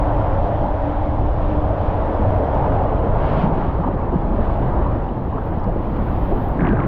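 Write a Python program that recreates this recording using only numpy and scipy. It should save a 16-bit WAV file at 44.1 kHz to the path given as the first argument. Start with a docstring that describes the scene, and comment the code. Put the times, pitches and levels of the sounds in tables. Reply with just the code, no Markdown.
"""Water slide ride

A ride down a water slide, heard from a camera in a waterproof case on the rider.
Water roars (shaped noise) in a closed tube that hums in its resonances, then opens into a wide bowl.
Low noise rumbles throughout as air and hull buffet the case; waves, slaps and gulps of air break in.
In the bowl fine mist fizzes on the case, and at last a splash of impacts and bubbles breaks over it."""
import sys
import numpy as np
from scipy import signal
from scipy.fft import rfft, irfft, next_fast_len
from scipy.io import wavfile
from scipy.ndimage import uniform_filter1d, minimum_filter1d, map_coordinates

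SR = 44100
rng = np.random.default_rng(int(sys.argv[2]) if len(sys.argv) > 2 else 0)


def transcribe(u):
    """Save the signal u as a 16-bit wav file named by the first command-line argument.

    u: samples, shape (n,) or (channels, n), limited to [-1, 1]; the rate is SR.
    q: integer samples, one column per channel.
    """
    v = np.clip(np.atleast_2d(u).T, -1, 1)
    q = np.round(v * 32767).astype(np.int16)
    wavfile.write(sys.argv[1], SR, q)


N = 302967

# waves that the rider ploughs through:
# (crest [s], rise [s], fall [s], spray level [dB], churn level [dB])
WAVES = [(1.51, 0.039, 0.043, -48.5, -41), (1.9, 0.13, 0.12, -51, -45), (2.66, 0.14, .08, -53.5, -29),
         (3.3, 0.089, 0.062, -43, -33), (3.41, 0.076, 0.041, -40, -29), (3.61, 0.061, 0.1, -48, -29),
         (4.47, 0.073, 0.19, -52.5, -32), (6.18, 0.31, 0.28, -50.5, -28.5)]
# surges in which the splash breaks over the case: (time [s], level [dB])
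SURGES = [(6.583, -32.5), (6.76, -37)]
SURGE_ATTACK_S, SURGE_HOLD_S, SURGE_FADE_DB_PER_S = 0.028, 0.1, 85  # hold counts from the onset


def amp(db):
    """Decibels to gain."""
    return 10 ** (np.asarray(db) / 20)


def unit(x):
    """Scale to rms 1."""
    return x / np.sqrt(np.mean(x ** 2) + 1e-20)


def curves(rows):
    """One value per sample for each column after the time."""
    s, *cols = np.transpose(rows)
    return [np.interp(np.arange(N) / SR, s, c) for c in cols]


def wobble(rate):
    """A smooth random curve, rate knots a second."""
    knots = rng.standard_normal(int(N * rate / SR) + 4)
    return map_coordinates(knots, [np.arange(N) * rate / SR])


def filtered(x, response):
    """x times a response of frequency."""
    m = next_fast_len(N + 8192)
    return irfft(rfft(x, m) * response(np.fft.rfftfreq(m, 1 / SR)), m)[:N]


def coloured(x, spectrum):
    """x shaped by points of (frequency [Hz], level [dB]), at rms 1."""
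    f, db = np.transpose(spectrum)
    return unit(filtered(x, lambda hz: amp(np.interp(np.log(hz + 1), np.log(f), db))))


def steady(x, span):
    """Even out swells slower than span seconds, keeping the fast flutter."""
    width = max(int(span * SR), 8)
    power = uniform_filter1d(uniform_filter1d(x * x, width), width)
    return x / np.sqrt(np.abs(power) + 1e-6)


def swell(s, rise, fall):
    """A smooth bump of gain that peaks at 1 at time s."""
    t = np.arange(N) / SR - s
    return np.exp(-.5 * (t / np.where(t < 0, rise, fall)) ** 2)


def together(gains):
    """Gain of unrelated sounds heard at once: their powers add."""
    return np.sqrt(sum(g ** 2 for g in gains))


def add(track, s, sound):
    """Mix a sound into a track at time s."""
    start = round(s * SR)
    track[start:start + len(sound)] += sound[:max(len(track) - start, 0)]


def turbulence(patchy_db):
    """White noise with patches of random gain in time and frequency."""
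    z = signal.stft(rng.standard_normal(N), nperseg=1024)[2]
    field = uniform_filter1d(uniform_filter1d(rng.standard_normal(z.shape), 6, 0), 5, 1)
    return unit(signal.istft(z * amp(patchy_db * unit(field)), nperseg=1024)[1][:N])


def patter(rate, spread_db):
    """Random impacts of uneven size, rate a second, at rms 1."""
    at, size, sign = rng.random((int(rate * N / SR), 3)).T
    push = np.sign(sign - .5) * amp(-spread_db * np.log(np.maximum(size, .01)))
    return unit(np.bincount((at * N).astype(int), push, N))


def bubbles(rate, centre_hz, spread, cycles, size_db):
    """Air pockets ring down by 60 dB in so many cycles, rising in pitch as they near the surface."""
    at, pitch, size = rng.random((int(rate * N / SR), 3)).T[:, :, None]
    hz = centre_hz * np.exp(spread * (2 * pitch - 1))
    k = np.arange(SR // 30)
    turns = hz * k / SR
    age = turns / cycles
    envelope = amp(-size_db * np.log(np.maximum(size, .02)) - 60 * age) * (1 - np.exp(-2 * turns))
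    rings = envelope * np.sin(2 * np.pi * turns * (1 + 0.048 * age))
    return unit(np.bincount(((at * N).astype(int) + k).ravel(), rings.ravel(), N)[:N])


def wavering(hz, share, rate):
    """A ringing tone of rms 1 whose pitch wanders at random."""
    return np.sqrt(2) * np.sin(2 * np.pi * np.cumsum(hz * (1 + share * wobble(rate))) / SR)


def resonance(hz, width_hz):
    """Noise ringing in one mode of the air, passed twice through a resonance of this width, at rms 1."""
    mode = lambda f: 1j * f * width_hz / (hz ** 2 - f * f + 1j * f * width_hz)
    return unit(filtered(rng.standard_normal(N), lambda f: mode(f) ** 2))


def breaking():
    """Gain of the splash: each surge hits quickly, holds and drains away."""
    surges = []
    for s, db in SURGES:
        age = np.maximum(np.arange(N) / SR - s, 0)
        fade_db = SURGE_FADE_DB_PER_S * np.maximum(age - SURGE_HOLD_S, 0)
        surges.append(np.minimum(age / SURGE_ATTACK_S, 1) * amp(db - fade_db))
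    return together(surges)


def rumble():
    """Air buffets the case in gusts while the rider skims over the hull: low noise of uneven level."""
    # buffeting of air and hull: (time [s], level [dB])
    buffet = [(0.0, -18), (0.55, -19.5), (0.85, -20.5), (1.2, -18), (2.0, -19.5), (2.13, -22.5),
              (2.24, -16), (2.48, -20.5), (2.56, -22), (2.64, -19.5), (3.22, -19.5), (3.36, -20.5),
              (4.2, -21.5), (4.38, -18.5), (4.95, -19), (5.15, -26.5), (5.45, -22.5), (5.7, -20),
              (5.88, -24.5), (6.0, -20.5), (6.27, -19), (6.87, -21.5)]
    # its spectrum: (frequency [Hz], relative level [dB])
    rumble_spectrum = [(8, -13), (22, 1), (55, -0.5), (80, -3), (105, -3.5), (140, -12.5), (220, -39),
                       (500, -62.5), (1500, -120)]
    gust_db, gusts_per_s = 1.0, 15
    level_db = curves(buffet)[0] + gust_db * wobble(gusts_per_s)
    return amp(level_db) * steady(coloured(rng.standard_normal(N), rumble_spectrum), span=0.15)


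def tube_ring(enclosed):
    """The rush keeps the cross mode of the tube humming roughly; higher resonances bloom and fade."""
    # swells of the hum: (peak [s], level [dB], rise and fall [s])
    hum_swells = [(.06, -28, 0.067), (.87, -25, 0.034), (1.07, -31, .05), (1.54, -25, 0.053),
                  (2.12, -28.5, 0.035)]
    # higher resonances that bloom as the rider passes:
    # (peak [s], level [dB], pitch [Hz], rise and fall [s])
    bloom_rows = [(.5, -27, 675, 0.054), (.67, -27, 877, 0.029), (1.69, -22, 637, 0.021),
                  (2.4, -26.5, 614, 0.1), (2.609, -25, 854, 0.043), (2.71, -25.5, 630, .03),
                  (2.8, -26, 760, 0.045)]
    hum_hz, hum_waver, hum_width_hz = 296, 0.022, 28  # waver as a share of the pitch
    hum_db = -32  # between swells, if fully enclosed
    bloom_width_hz = 90

    tone = wavering(hum_hz, hum_waver, rate=40)
    hum = steady(tone + .9 * resonance(hum_hz, hum_width_hz), span=.06)
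    swells = [amp(db) * swell(s, length, length) for s, db, length in hum_swells]
    hum_gain = together([amp(hum_db) * enclosed ** 1.3, *swells])

    blooms = np.zeros(N)
    for s, db, hz, length in bloom_rows:
        ringing = steady(resonance(hz, bloom_width_hz), span=0.05)
        blooms += amp(db) * swell(s, length, length) * ringing
    return hum_gain * hum + blooms


def film(enclosed):
    """A thin film of water hisses on the wall while the tube surrounds the rider."""
    # spectrum of the film: (frequency [Hz], relative level [dB])
    film_spectrum = [(1500, -11), (2600, -2), (3300, 5), (4300, -8), (5500, -10.5), (6500, -19),
                     (7500, -24), (9000, -40.5), (12000, -58.5)]
    film_db = -61  # in the closed tube
    inside = np.clip(2 * enclosed - 1, 0, 1)
    gain = amp(film_db + 0.6 * wobble(4.2)) * np.sqrt(np.minimum(2 * inside, 1))
    return gain * coloured(turbulence(patchy_db=0.8), film_spectrum)


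def mist():
    """Clouds of fine droplets fizz high on the case, until the splash washes them off."""
    # clouds that land on the case: (peak [s], rise [s], fall [s], level [dB])
    clouds = [(4.539, .2, 0.3, -75), (5.55, 0.34, 0.33, -75), (6.27, .27, 0.43, -67),
              (6.48, 0.083, 0.059, -70.5)]
    # spectrum of the fizz: (frequency [Hz], relative level [dB])
    fizz_spectrum = [(10500, -50.5), (11500, -19), (12100, -0.5), (12750, 0.5), (13500, -3), (14400, -10.5),
                     (15700, -13)]
    droplets = rng.standard_normal(N) + amp(-5.0) * patter(rate=900, spread_db=4.5)
    fizz = coloured(droplets, fizz_spectrum)
    exposed = (1 - np.tanh((np.arange(N) / SR - SURGES[0][0]) / SURGE_ATTACK_S + 1)) / 2
    return together([amp(db) * swell(s, rise, fall) for s, rise, fall, db in clouds]) * exposed * fizz


def spray(extra_flow_db):
    """Thrown water hisses dully through the case, more with the flow; waves throw up fine sheets of it."""
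    # spectra of the steady hiss and of a wave's sheet: (frequency [Hz], relative level [dB])
    hiss_spectrum = [(700, -16.5), (1300, 3), (1700, 5), (2400, 2.5), (3100, 0.5), (3800, -6.5),
                     (5000, -15.5), (6000, -22), (7200, -29), (8500, -43.5), (11000, -55.5), (16000, -56)]
    sheet_spectrum = [(700, -12), (1300, 6), (1800, 9.5), (2400, 4.5), (3100, 1.5), (3800, -6), (5000, -16),
                      (6000, -25), (7200, -30.5), (8500, -43.5), (16000, -56.5)]
    spray_db, spray_growth = -52.5, 0.53  # level at the usual flow; dB gained per dB of flow
    hiss = coloured(turbulence(patchy_db=2.0) + amp(-5.0) * patter(rate=800, spread_db=2.5), hiss_spectrum)
    grains = rng.standard_normal(N) + amp(-5.5) * patter(rate=1800, spread_db=2)
    sheet = coloured(grains, sheet_spectrum)
    waves = together([amp(db) * swell(s, rise, fall) for s, rise, fall, db, _ in WAVES])
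    return amp(spray_db + spray_growth * extra_flow_db + 0.8 * wobble(33)) * hiss + waves * sheet


def drops_and_clicks():
    """Single drops plip against the case, and two faint dry clicks sound at 6.584 and 6.6 s: brief sines."""
    # drops, and the two clicks at 7500 Hz:
    # (time [s], peak level before a 3.5 dB cut [dB], pitch [Hz], time to the peak [cycles])
    plip_rows = [(2.548, -42, 4980, 0.99), (5.088, -39, 2910, 6.2), (5.457, -45, 13100, 3),
                 (5.598, -49, 5200, 4.5), (5.642, -41, 4650, 2), (6.487, -42, 13200, 7.2),
                 (6.584, -47, 7500, 1), (6.593, -19, 1716, 3.3), (6.6, -46, 7500, 1),
                 (6.606, -21.5, 2190, 3.7), (6.626, -40, 4800, 0.56), (6.633, -25, 1900, 3),
                 (6.651, -18, 2030, 1.6), (6.67, -21, 2400, 1.5), (6.689, -24, 2500, 1.6),
                 (6.77, -17.5, 1590, 2.5), (6.789, -17, 1288, 4.5), (6.802, -25, 2150, 2.8),
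                 (6.838, -21, 1870, 1.5)]
    out, t = np.zeros(N), np.arange(SR // 40) / SR
    for s, db, hz, cycles in plip_rows:
        u = hz * t / cycles
        add(out, s, amp(db - 3.5) * u ** 3 * np.exp(3 - 3 * u) * np.sin(2 * np.pi * hz * t))
    return out


def slaps():
    """Water slaps under the rider: each a short swell of narrow noise."""
    # slaps: (time [s], level before a 3.5 dB cut [dB], pitch [Hz], length, twice the rise [s])
    slap_rows = [(2.191, -16.5, 254, 0.035), (3.428, -18.5, 191, 0.036), (3.559, -19, 410, 0.03),
                 (3.62, -23, 1010, 0.014), (3.83, -19, 910, 0.021), (3.87, -17, 756, 0.015),
                 (4.017, -23.5, 800, 0.024), (4.122, -17, 265, 0.032), (4.123, -21, 560, 0.02),
                 (4.374, -18.5, 470, 0.03), (4.76, -20.5, 696, 0.017), (5.338, -26, 335, 0.033),
                 (5.371, -24.5, 970, 0.018), (5.663, -20.5, 540, 0.037), (5.753, -18.5, 397, 0.021),
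                 (5.982, -33, 702, 0.01), (6.313, -18, 669, 0.02), (6.576, -15.5, 231, 0.036)]
    out, t = np.zeros(N), np.arange(SR // 4) / SR
    for s, db, hz, length in slap_rows:
        band = [(hz / 3, -60), (hz * .75, 0), (hz * 1.25, 0), (hz * 2, -28), (hz * 5, -90)]
        body = steady(coloured(rng.standard_normal(N), band)[:len(t)], span=0.004)
        u = 2 * t / length
        add(out, s, amp(db - 3.5) * body * u * u * np.exp(2 - 2 * u))
    return out


def gulps():
    """A big pocket of air swells, throbs for a few cycles with rising pitch and is gone."""
    # pockets gulped under the rider:
    # (loudest [s], peak level [dB], pitch [Hz], length as spread of the swell [cycles])
    gulp_rows = [(.61, -17.5, 131, 1.2), (2.632, -17, 129, 1.9), (3.441, -14.5, 172, 0.99),
                 (3.473, -17, 155, 1.2), (3.492, -20, 247, 1.9), (3.532, -18.5, 159, 1.4),
                 (3.803, -15.5, 164, 1.7), (3.891, -12.5, 333, 0.58), (4.161, -9, 169, 0.9),
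                 (4.396, -19.5, 221, 2.9), (4.68, -14.5, 128, 1.7), (4.801, -21.5, 345.6, 2.5),
                 (5.674, -16, 193, 1.7), (6.327, -16, 384, 2), (6.63, -14.5, 189, 1.07),
                 (6.696, -14.5, 301, 2.1), (6.729, -15, 206, 1.8), (6.735, -15.5, 450, 1.9),
                 (6.797, -14, 139, 1.4)]
    gulp_rise = .04  # share by which the pitch climbs each cycle
    out, t = np.zeros(N), np.arange(-SR // 20, SR // 20) / SR
    for s, db, hz, cycles in gulp_rows:
        turns = hz * t
        throb = np.sin(2 * np.pi * (turns * (1 + gulp_rise * turns / 2) + rng.random()))
        add(out, s + t[0], amp(db) * np.exp(-.5 * (turns / cycles) ** 2) * throb)
    return out


def smacks():
    """A slug of water smacks the case flat: one sharp push and rebound, without ringing."""
    # slugs: (time [s], peak level [dB], centre frequency [Hz])
    smack_rows = [(6.609, -27, 1700), (6.672, -27, 1850), (6.692, -32, 2350), (6.728, -30, 1800),
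                  (6.803, -27, 1800)]
    out, t = np.zeros(N), np.arange(-SR // 200, SR // 200) / SR
    for s, db, hz in smack_rows:
        u = (np.pi * hz * t) ** 2
        add(out, s + t[0], amp(db) * (1 - 2 * u) * np.exp(-u))
    return out


def glugs():
    """Cavities in the splash ring with an unsteady pitch that glides as they open or close."""
    # cavities: (time [s], length [s], level [dB], start pitch [Hz], end pitch [Hz])
    cavities = [(6.639, .018, -26, 453, 1270), (6.642, .036, -31, 1147, 882),
                (6.647, 0.055, -40.5, 2120, 1762), (6.699, 0.044, -38, 1753, 1463),
                (6.73, .04, -30, 693, 602), (6.799, .06, -31, 1170, 964)]
    glug_waver = 0.033  # share of the pitch
    out, t = np.zeros(N), np.arange(N) / SR
    for s, length, db, start_hz, end_hz in cavities:
        u = np.clip((t - s) / length, 0, 1)
        tone = wavering(start_hz + (end_hz - start_hz) * u, glug_waver, rate=210)
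        out += amp(db) * np.sqrt(4 * u * (1 - u)) * tone
    return out


def splash():
    """A wave breaks over the case: a dense, muffled wash full of small bubbles that ring and burst."""
    # spectra of the impacts on the case and of bursting bubbles: (frequency [Hz], relative level [dB])
    case_spectrum = [(100, -10), (400, -4), (1100, 15), (1600, 17), (2000, 1.5), (2500, -19), (3500, -27),
                     (6000, -51), (12000, -58.5)]
    crackle_spectrum = [(800, -11), (1700, 4), (2400, -1.5), (3200, -14.5), (4500, -36), (6000, -48),
                        (9000, -56), (15000, -77)]
    impacts = coloured(patter(rate=6000, spread_db=1), case_spectrum)
    ringing = bubbles(rate=420, centre_hz=1450, spread=0.4, cycles=12, size_db=3)
    froth = filtered(ringing, lambda hz: 1 / (1 + (hz / 2700) ** 8))
    crackle = coloured(patter(rate=230, spread_db=2), crackle_spectrum)
    return breaking() * (steady(impacts + amp(-8.5) * froth, span=.03) + amp(-13) * crackle)


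def churn(extra_flow_db, enclosed):
    """Water is ploughed aside in lumps with pockets of air, most in the bowl, waves and splash."""
    # spectrum of the wash: (frequency [Hz], relative level [dB])
    churn_spectrum = [(70, -27.5), (120, 0), (160, 1), (240, -1.5), (340, -3.5), (430, -11), (600, -22.5),
                      (1500, -61), (4000, -120)]
    churn_db, churn_growth = -25, 0.44  # level at the usual flow; dB gained per dB of flow
    smooth_tube_db = 6.5  # the tube's even sheet of water churns this much less
    lump_db, lumps_per_s = 1.5, 14
    surge_churn_db = 13  # the churn that a surge stirs up, over the surge itself

    pockets = bubbles(rate=150, centre_hz=254.0, spread=.6, cycles=7.3, size_db=6.0)
    wash = coloured(turbulence(patchy_db=1), churn_spectrum)
    running_db = churn_db + churn_growth * extra_flow_db - smooth_tube_db * enclosed
    running = amp(running_db + lump_db * wobble(lumps_per_s))
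    waves = [amp(db) * swell(s, rise, fall) for s, rise, fall, _, db in WAVES]
    gain = together([running, amp(surge_churn_db) * breaking(), *waves])
    return gain * steady(unit(wash + amp(-9.0) * pockets), span=0.32)


def rush(level_db, enclosed):
    """Running water: hollow in the tube, fuller and lower at its mouth, broad and bubbly in the bowl."""
    # spectra along the way: (frequency [Hz], relative level [dB])
    tube_spectrum = [(250, -45), (380, -22.5), (430, -16), (485, -11.5), (570, 1.5), (680, -3), (770, -3),
                     (860, -4.5), (1000, -8.5), (1250, -18), (1600, -24), (2100, -32), (3000, -47.5),
                     (6000, -100)]
    mouth_spectrum = [(240, -24.5), (350, -12.5), (415, -3), (480, -2.5), (570, -1.5), (850, -5),
                      (960, -6.5), (1080, -11), (1300, -17), (1600, -23.5), (2100, -33.5), (3000, -44),
                      (6000, -100)]
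    bowl_spectrum = [(250, -28), (400, -6), (560, -1.5), (720, -2.5), (850, -1.5), (1050, -7.5),
                     (1250, -12.5), (1600, -19.5), (2100, -29.5), (3000, -52.5), (6000, -100)]
    tube = coloured(turbulence(patchy_db=1.5), tube_spectrum)
    mouth = coloured(turbulence(patchy_db=0.5), mouth_spectrum)
    gurgle = bubbles(rate=350, centre_hz=790, spread=.4, cycles=22, size_db=2)
    bowl = unit(coloured(turbulence(patchy_db=2), bowl_spectrum) + amp(-9.0) * gurgle)
    bowl = bowl * amp(0.8 * wobble(45))

    # crossfade by power: the mouth lies halfway between tube and bowl
    inside, outside = np.maximum(2 * enclosed - 1, 0), np.maximum(1 - 2 * enclosed, 0)
    flow = np.sqrt(inside) * tube + np.sqrt(1 - inside - outside) * mouth + np.sqrt(outside) * bowl
    return amp(level_db + 0.5) * steady(flow, span=0.098)


def scene():
    """Tube, then bowl: the flow drives rush, churn and spray, with the hits and the last splash on top."""
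    # how far the tube encloses the rider: (time [s], share [0-1])
    enclosure = [(0, 0.88), (.55, 0.78), (.95, 1), (1.6, 0.61), (2.0, 0.67), (2.5, 0.69), (3.1, 0.45),
                 (3.6, 0.13)]
    # strength of the running water, the one control of rush, churn and spray: (time [s], level [dB])
    flow_curve = [(0.0, -23), (0.55, -24), (1.25, -27), (1.72, -25), (2.0, -24), (2.35, -23), (2.78, -22.5),
                  (3.0, -23.5), (3.42, -22.5), (3.72, -27.5), (4.3, -28.5), (4.45, -26.0), (4.85, -26),
                  (5.2, -31.5), (5.4, -29.5), (5.85, -30), (6.6, -27.5), (6.87, -28.5)]
    usual_flow_db = -26
    enclosed = np.clip(curves(enclosure)[0], 0, 1)
    flow_db = curves(flow_curve)[0]
    extra_flow_db = flow_db - usual_flow_db
    background = rumble() + tube_ring(enclosed) + film(enclosed) + mist()
    hits = drops_and_clicks() + slaps() + gulps() + smacks() + glugs() + splash()
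    water = spray(extra_flow_db) + churn(extra_flow_db, enclosed) + rush(flow_db, enclosed)
    return (background + hits + water)[None]


def record(dry):
    """The camera's limiter holds the peaks down, and its band ends steeply."""
    ceiling, top_hz = .48, 15720
    needed = np.minimum(1, ceiling / (np.abs(dry[0]) + 1e-9))
    gain = uniform_filter1d(minimum_filter1d(needed, size=600), size=500)  # sizes in samples
    return filtered(dry[0] * gain, lambda hz: hz < top_hz)[None]


dry = scene()
out = record(dry)
transcribe(out)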